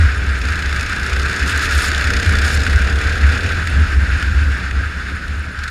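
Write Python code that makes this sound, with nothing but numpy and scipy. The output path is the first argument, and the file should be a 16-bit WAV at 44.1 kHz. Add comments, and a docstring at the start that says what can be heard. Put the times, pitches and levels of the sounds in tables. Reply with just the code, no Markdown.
"""Two karts on a wet track, heard from a helmet microphone in a closed housing. At first the rider's engine drones
and rasps, and from 0.4 s the exhaust of the kart ahead cracks at each firing. Splashes fall between 1.4 and 2.6 s;
the cracks end near 2.8 s, as that kart is passed. After 3.5 s the rider's engine coasts down, and at 5.6 s an
engine, probably the rider's, gives three cracks. Throughout, tyre roar, hiss and spray are shaped noise, drops
tick on the housing as noise bursts, and gusts and jolts shake the helmet mount, a wavering low tone."""
import sys
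import numpy as np
from scipy import signal
from scipy.fft import rfft, irfft, next_fast_len
from scipy.io import wavfile
from scipy.ndimage import uniform_filter1d, map_coordinates

SR = 44100
rng = np.random.default_rng(int(sys.argv[2]) if len(sys.argv) > 2 else 0)


def dump(signal):
    """Clip the signal to [-1, 1] and save it as 16-bit WAV at the path in sys.argv[1]."""
    limited = np.clip(np.atleast_2d(signal).T, -1, 1)
    pcm = np.round(limited * 32767).astype(np.int16)
    wavfile.write(sys.argv[1], SR, pcm)


N = 251370  # samples
T = np.arange(N) / SR  # s

# Rider's engine, close by. Each row: time in seconds, firing rate in Hz, load as a level in dB.
OWN_ENGINE = [(0, 33.92, -50), (1, 33.25, -50), (1.12, 33.46, -43), (1.6, 33.68, -45), (1.95, 34.31, -42.5),
              (2.4, 35.22, -41.5), (3.5, 35.97, -44), (3.65, 36.17, -56), (5.7, 30.02, -62.5)]
# Its exhaust note. Each row: multiple of the firing rate, level in dB over the load.
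EXHAUST_NOTE = [(9, -8), (10, -10.5), (11, 0), (12, -3), (13, 1.5), (14, -2.5), (15, -5.5), (16, -12),
                (17, -6), (18, -5.5), (19, -11.5), (20, -9), (21, -7.5), (22, -10)]
# Last cracks, as an engine's throttle opens again, probably the rider's. Each row: time in seconds, level in dB.
PICKUP_CRACKS = [(5.587, -35), (5.635, -27.5), (5.677, -26)]
# Engine of the kart ahead. Each row: time in seconds, firing rate in Hz.
AHEAD_ENGINE = [(0.37, 28.178), (0.8, 29.723), (1.2, 30.091), (1.6, 30.49), (2.0, 31.789), (2.4, 32.026),
                (2.8, 32.289)]
# How hard the exhaust of the kart ahead cracks. Each row: time in seconds, level in dB.
CRACK_LEVELS = [(.388, -25.5), (.6, -24.5), (1.348, -24.5), (2.15, -19.5), (2.78, -24.5)]
# Road and wind. Each row: time in seconds, tyre roar in dB, wind in dB.
ROAD_AND_WIND = [(0, -21.5, -25.5), (.15, -26, -32), (.9, -23.5, -30), (1.8, -21, -30), (2.3, -22, -27),
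                 (2.7, -22.5, -28), (2.85, -24, -29), (3.3, -23, -29.5), (3.75, -24, -28.5),
                 (4.45, -25.5, -32), (4.7, -27.5, -32), (5.5, -30.5, -36.5), (5.7, -29.5, -37.5)]
# Tyres crossing standing water. Each row: start in seconds, length in seconds, spray level in dB.
WATER_SPLASHES = [(1.466, 0.051, -38), (1.608, 0.048, -35.5), (1.702, 0.077, -38), (1.775, .11, -34.5),
                  (2.434, 0.12, -37.5)]
# Drops and grit on the housing. Each row: time in seconds, tap level in dB, body level in dB over the tap.
HOUSING_TICKS = [(0.3885, -36, 4), (0.5038, -37, 6), (0.5344, -36, 17.5), (0.809, -23.5, 6),
                 (1.478, -25, -4), (1.5755, -21, -6), (1.71, -24, 4), (1.8483, -30, -2), (1.891, -28, 4),
                 (2.4857, -32, 6), (2.665, -31, 17), (3.429, -45, 8), (3.461, -35, 13), (3.6721, -23, 10.5),
                 (4.226, -29, 14.5), (4.7104, -36, 16), (5.2811, -36, 6)]
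# Jolts that ring the mount. Each row: middle in seconds, peak in dB, length in seconds, pitch in Hz.
MOUNT_JOLTS = [(0.015, -9, 0.17, 71.6), (0.197, -16.5, 0.1, 66.4), (.29, -14.5, 0.1, 66.6),
               (0.535, -19.5, 0.34, 67.27), (.75, -24.5, 0.29, 75.2), (1.157, -18, 0.11, 70.8),
               (1.438, -13.5, 0.091, 70.8), (1.57, -22, .14, 73), (1.775, -10, 0.07, 72.9),
               (1.895, -18, 0.07, 72.1), (2.175, -14, 0.085, 73.6), (2.285, -11, 0.089, 78.1),
               (2.35, -18, .12, 74.6), (2.439, -16, 0.066, 71.5), (2.584, -16, 0.15, 68.2),
               (2.675, -11, 0.074, 76.7), (2.76, -8, 0.054, 70.2), (2.842, -10.5, .11, 76.6),
               (2.982, -7.5, .13, 74.9), (3.066, -14, 0.032, 72.8), (3.301, -10, 0.2, 74),
               (3.456, -15, 0.086, 79.23), (3.65, -17, 0.073, 75.2), (3.802, -10.5, 0.19, 73.44),
               (3.985, -11.5, 0.16, 67.13), (4.14, -15, 0.15, 71.7), (4.348, -12.5, 0.28, 71.45),
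               (4.476, -14, .16, 72.15), (4.983, -21.5, 0.14, 67), (5.37, -18.5, 0.26, 73)]
# Spectrum of wind buffeting through the wall. Each row: frequency in Hz, relative level in dB per Hz.
BUFFET_SPECTRUM = [(60, -17), (100, 6), (140, -2.5), (190, 0.5), (225, -5), (268, -2), (341, -10),
                   (613, -15.5), (1100, -24), (1430, -59)]
# Sudden gusts on the shell. Each row: time in seconds, level in dB.
GUST_THUDS = [(1.44, -28.5), (2.33, -27.5), (2.68, -28), (3.22, -29), (3.78, -27), (4.27, -28.5),
              (4.97, -38.5)]
# Faint high chirps. Each row: start in seconds, peak in dB, pitch in Hz.
HIGH_CHIRPS = [(0.1433, -45, 9590), (0.1598, -42, 9500), (0.1735, -38, 9500), (0.263, -52, 9250),
               (3.6973, -35, 9460), (4.1956, -38, 9530), (5.1492, -46, 11040), (5.1577, -42, 9160),
               (5.3911, -41, 9480), (5.5286, -47, 9600)]
# Colour of the closed housing. 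Each row: frequency in Hz, gain in dB.
HOUSING_COLOUR = [(410, -41), (700, -17), (1100, -16), (1260, -6.5), (1570, 0), (2060, -11), (2530, -11),
                  (3000, -17.5), (4200, -19.5), (5300, -21), (7900, -31), (11100, -36), (13000, -44),
                  (15100, -46.5)]
# Narrow dips and peaks of its port. Each row: frequency in Hz, width in Hz, gain in dB.
PORT_FEATURES = [(3270, 91, -5), (3456, 132, 3.5), (5880, 170, -7), (6900, 260, 4), (9150, 250, 2.5)]
# How far the channels stand apart. Each row: frequency in Hz, side minus mid in dB.
CHANNEL_SPREAD = [(60, -50), (110, -56), (200, -41), (370, -31), (690, -27), (1270, -46), (2340, -31.5),
                  (4310, -22), (7930, -19), (14600, -21)]

OWN_FIRES_AT, AHEAD_FIRES_AT = 3.013, .381  # s, one firing of each engine
HISS_DB, SPRAY_DB = -11, -25.5  # wet hiss and steady spray over the steady wetness
WET_GROWS, ROAR_MID_DB = 1.17, -24  # wetness swings wider than the roar around this level
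SPLASH_EDGE_S, SPLASH_HISS_DB = 0.013, 1.5  # rise and fall; the hiss in a splash over its spray
SHUDDER_DB, FUZZ_DB = 6, -4  # ringing between jolts over the wind; unpitched part under the ringing
DEEP_DB = -0.5  # deep gusts over the wind
TOP_HZ = 15250  # band limit of the input stage


def own_engine():
    """The pipe sings multiples of the firing rate, each a little unsteady; every firing adds a rasp of gas."""
    hz, load_db = curves(OWN_ENGINE)
    turns, times = firings(hz, OWN_FIRES_AT, jitter=0.0023)
    note = np.zeros(N)
    for multiple, db in EXHAUST_NOTE:
        level = amp(db + 2 * wobble(6))
        drift = .04 * wobble(8) + rng.random()  # in cycles
        note += level * np.sin(2 * np.pi * (multiple * turns + drift))
    rasp_db = 17 + np.interp(times, T, load_db) + 0.66 * rng.standard_normal(len(times))
    gas = band(rng.standard_normal(N), 5300, octaves=1.35)
    rasp = puffs(times - .002, rasp_db, rise=0.0027, t60=0.049) * gas
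    return rasp, amp(load_db) * np.sqrt(2) * note


def kart_ahead():
    """Its exhaust points back at the rider: each firing is one bright crack of gas noise."""
    hz, = curves(AHEAD_ENGINE)
    _, times = firings(hz, AHEAD_FIRES_AT, jitter=.0005)
    s, db = np.transpose(CRACK_LEVELS)
    # -120 dB keeps it silent before the first row and after the last
    strength_db = np.interp(times, s, db, -120, -120) + 0.94 * rng.standard_normal(len(times))
    return puffs(times - .001, strength_db, rise=0.00083, t60=0.031) * crack_gas()


def throttle_pickup():
    """An engine's throttle opens again, probably the rider's: a few cracks of gas noise, softer in onset."""
    s, db = np.transpose(PICKUP_CRACKS)
    return puffs(s, db, rise=0.0017, t60=0.044) * crack_gas()


def crack_gas():
    """Noise of exhaust gas in a crack: a broad patchy bright band and a narrower body."""
    bright = band(patchy(depth_db=-2.0), 6200, octaves=1.15)
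    return bright + band(rng.standard_normal(N), 1670, octaves=0.42)


def firings(rate_hz, fires_at, jitter):
    """Crank phase counted in firings, and the time of each firing, scattered by jitter seconds."""
    turns = np.cumsum(rate_hz) / SR
    turns -= turns[round(fires_at * SR)]
    whole = np.arange(np.ceil(turns[0]), turns[-1])
    return turns, np.interp(whole, turns, T) + jitter * rng.standard_normal(len(whole))


def mount():
    """One low mode: the wind keeps it shuddering, each jolt swells it smoothly; narrow fuzz lies under the tone."""
    s, db, length, hz = np.transpose(MOUNT_JOLTS)
    away = np.clip((T - s[:, None]) / length[:, None], -.5, .5)
    jolts = amp(db) @ np.cos(np.pi * away) ** 2
    _, wind_db = curves(ROAD_AND_WIND)
    shudder = amp(wind_db + SHUDDER_DB + 3 * wobble(14))
    swell = np.hypot(jolts, shudder)
    pitch_hz = np.interp(T, s, hz) + 4.5 * wobble(16)
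    phase = 2 * np.pi * np.cumsum(pitch_hz) / SR
    tone = np.sqrt(2) * np.sin(phase) * amp(1.6 * wobble(24))
    fuzz = unit(filtered(rng.standard_normal(N), lambda f: np.exp(-((f - 72) / 22) ** 2)))
    slow_swell = uniform_filter1d(swell, size=SR // 10)
    return swell * tone + amp(FUZZ_DB) * slow_swell * fuzz


def road():
    """Tyre roar and wet hiss enter the housing; buffeting and deep gusts reach the microphone through its wall."""
    roar_db, wind_db = curves(ROAD_AND_WIND)
    steady, splash = wetness()
    grain_db = .6 * wobble(14) + .9 * wobble(40)  # flicker shared by roar and hiss
    roar = amp(roar_db + grain_db) * band(patchy(depth_db=1.0), 1746, octaves=1.0)
    hiss_gain = amp(HISS_DB) * steady + amp(SPLASH_HISS_DB) * splash
    hiss = hiss_gain * amp(grain_db) * band(patchy(depth_db=1.0), 5350, octaves=1.0)
    buffet = unit(filtered(patchy(depth_db=0.86), lambda hz: amp(along(BUFFET_SPECTRUM, hz))))
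    buffet *= amp(wind_db + 1.23 * wobble(17))
    deep = unit(filtered(rng.standard_normal(N), lambda hz: np.exp(-((hz - 38) / 14) ** 2)))
    deep *= amp(wind_db + DEEP_DB + 0.91 * wobble(3.97))
    return roar + hiss, buffet + deep


def wetness():
    """Gain of the steady water noise, which follows the roar, and of the splashes on top of it."""
    roar_db, _ = curves(ROAD_AND_WIND)
    steady = amp(ROAR_MID_DB + WET_GROWS * (roar_db - ROAR_MID_DB))
    edge = lambda s: np.clip((T - s) / SPLASH_EDGE_S, 0, 1)
    splash = sum(amp(db) * (edge(s) - edge(s + length)) for s, length, db in WATER_SPLASHES)
    return steady, splash


def spray():
    """Droplets, each a short ping of its own pitch and size, over a bright fizz."""
    steady, splash = wetness()
    drops = (3000, 1)
    when, size, pitch = rng.random(drops), rng.standard_normal(drops), rng.standard_normal(drops)
    hz = np.clip(10500 * np.exp(.25 * pitch), 5000, 15000)
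    t = T[:200]
    size_db = 5.5 * np.clip(size, -2.5, 2.5)
    decay_db = -60 * t * hz / 18  # 60 dB down in 18 cycles
    onset = 1 - np.exp(-t / 0.000094)
    pings = amp(size_db + decay_db) * np.sin(2 * np.pi * hz * t) * onset
    at = (when * N).astype(int) + np.arange(len(t))
    patter = unit(np.bincount(at.ravel(), pings.ravel(), N + len(t))[:N])
    water = band(rng.standard_normal(N) + 0.63 * patter, 14000, octaves=1.0)
    return (amp(SPRAY_DB) * steady + splash) * amp(0.8 * wobble(29.9)) * water


def ticks():
    """Each drop is a sharp tap of noise, with a duller body that is stronger where the drop is heavy."""
    s, db, body_db = np.transpose(HOUSING_TICKS)
    tap = puffs(s, db, rise=0.00014, t60=0.023) * band(rng.standard_normal(N), 8900, octaves=0.93)
    body = puffs(s, db + body_db, rise=0.0002, t60=0.02) * band(rng.standard_normal(N), 2560, octaves=0.66)
    return tap + body


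def thuds():
    """A gust slaps the shell: a short puff of low noise."""
    s, db = np.transpose(GUST_THUDS)
    low = filtered(rng.standard_normal(N), lambda hz: bell(hz, 190, 0.5))
    return puffs(s - .02, db, rise=0.011, t60=0.25) * unit(low)


def chirps():
    """Brief narrow squeaks high up: sines with a smooth swell and a slightly wandering phase."""
    out, t = np.zeros(N + SR), T[:900]
    swell = np.sin(np.pi * np.clip(t / 0.0093, 0, 1)) ** 2
    for s, db, hz in HIGH_CHIRPS:
        wander = 0.74 * np.cumsum(rng.normal(0, 0.15, len(t)))
        out[round(s * SR):][:len(t)] += amp(db) * swell * np.sin(2 * np.pi * hz * t + wander)
    return out[:N]


def housing_db(hz):
    """Broad colour of the shell plus the narrow features of its port."""
    port = sum(db * np.exp(-.5 * ((hz - at) / width) ** 2) for at, width, db in PORT_FEATURES)
    return along(HOUSING_COLOUR, hz) + port


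def band(x, centre_hz, octaves):
    """A broad band of x, scaled to reach rms 1 inside the housing."""
    shape = lambda hz: bell(hz, centre_hz, octaves)
    inside = filtered(x, lambda hz: shape(hz) * amp(housing_db(hz)))
    return filtered(x, shape) / np.sqrt(np.mean(inside ** 2))


def bell(hz, centre_hz, octaves):
    """Gaussian gain over log frequency, octaves wide to one standard deviation."""
    return np.exp(-.5 * (np.log2((hz + 1) / centre_hz) / octaves) ** 2)


def patchy(depth_db):
    """Noise whose gain varies in random patches of time and frequency."""
    z = signal.stft(rng.standard_normal(N + 512), nperseg=512)[2]
    field = uniform_filter1d(rng.standard_normal(z.shape), size=8, axis=0)
    field = uniform_filter1d(field, size=8, axis=1)
    return unit(signal.istft(z * amp(depth_db * unit(field)), nperseg=512)[1][:N])


def puffs(times, db, rise, t60):
    """Envelope of short bursts at the given times and peak levels; rise and 60 dB decay in seconds."""
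    kicks = np.bincount(np.clip(np.round(times * SR).astype(int), 0, N - 1), amp(db), N)
    t = T[:SR // 3]
    shape = (1 - np.exp(-t / rise)) * amp(-60 * t / t60)
    return signal.fftconvolve(kicks, shape / shape.max())[:N]


def wobble(rate):
    """A smooth random curve, rate knots a second."""
    return map_coordinates(rng.standard_normal(int(N * rate / SR) + 4), [T * rate])


def filtered(x, response):
    """x passed through a complex response of frequency."""
    m = next_fast_len(N + SR // 2)
    return irfft(rfft(x, m) * response(np.fft.rfftfreq(m, 1 / SR)), m)[..., :N]


def causal(gain_db):
    """The minimum-phase response with the given gain in dB over frequency."""
    def response(hz):
        cepstrum = irfft(np.log(amp(gain_db(hz))))
        cepstrum[1:len(hz) - 1] *= 2  # fold negative time onto positive
        cepstrum[len(hz):] = 0
        return np.exp(rfft(cepstrum))
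    return response


def along(points, hz):
    """Read (Hz, value) points on a log frequency axis."""
    f, v = np.transpose(points)
    return np.interp(np.log(hz + 1), np.log(f + 1), v)


def curves(rows):
    """One value per sample for each column after the time."""
    s, *cols = np.transpose(rows)
    return [np.interp(T, s, c) for c in cols]


def amp(db):
    """Amplitude of a level in dB."""
    return 10 ** (np.asarray(db) / 20)


def unit(x):
    """x scaled to rms 1."""
    return x / np.sqrt(np.mean(x ** 2) + 1e-20)


def scene():
    """Airborne sound passes through the housing, structure-borne sound does not; the two channels barely differ."""
    rasp, note = own_engine()
    roar, buffet = road()
    outside = rasp + kart_ahead() + throttle_pickup() + roar + spray() + ticks()
    mid = filtered(outside, causal(housing_db)) + note + mount() + buffet + thuds() + chirps()
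    hz, _, z = signal.stft(mid, SR, nperseg=1024)
    # the side signal is the mid with random phases
    scattered = z * amp(along(CHANNEL_SPREAD, hz))[:, None] * np.exp(2j * np.pi * rng.random(z.shape))
    side = signal.istft(scattered, SR, nperseg=1024)[1][:N]
    return np.array([mid + side, mid - side])


def record(dry):
    """The input stage rounds off the highest peaks; nothing is kept above the band limit."""
    soft = dry / (1 + np.abs(dry / .85) ** 4) ** (1 / 4)
    return filtered(soft, lambda hz: hz < TOP_HZ)


dry = scene()
out = record(dry)
dump(out)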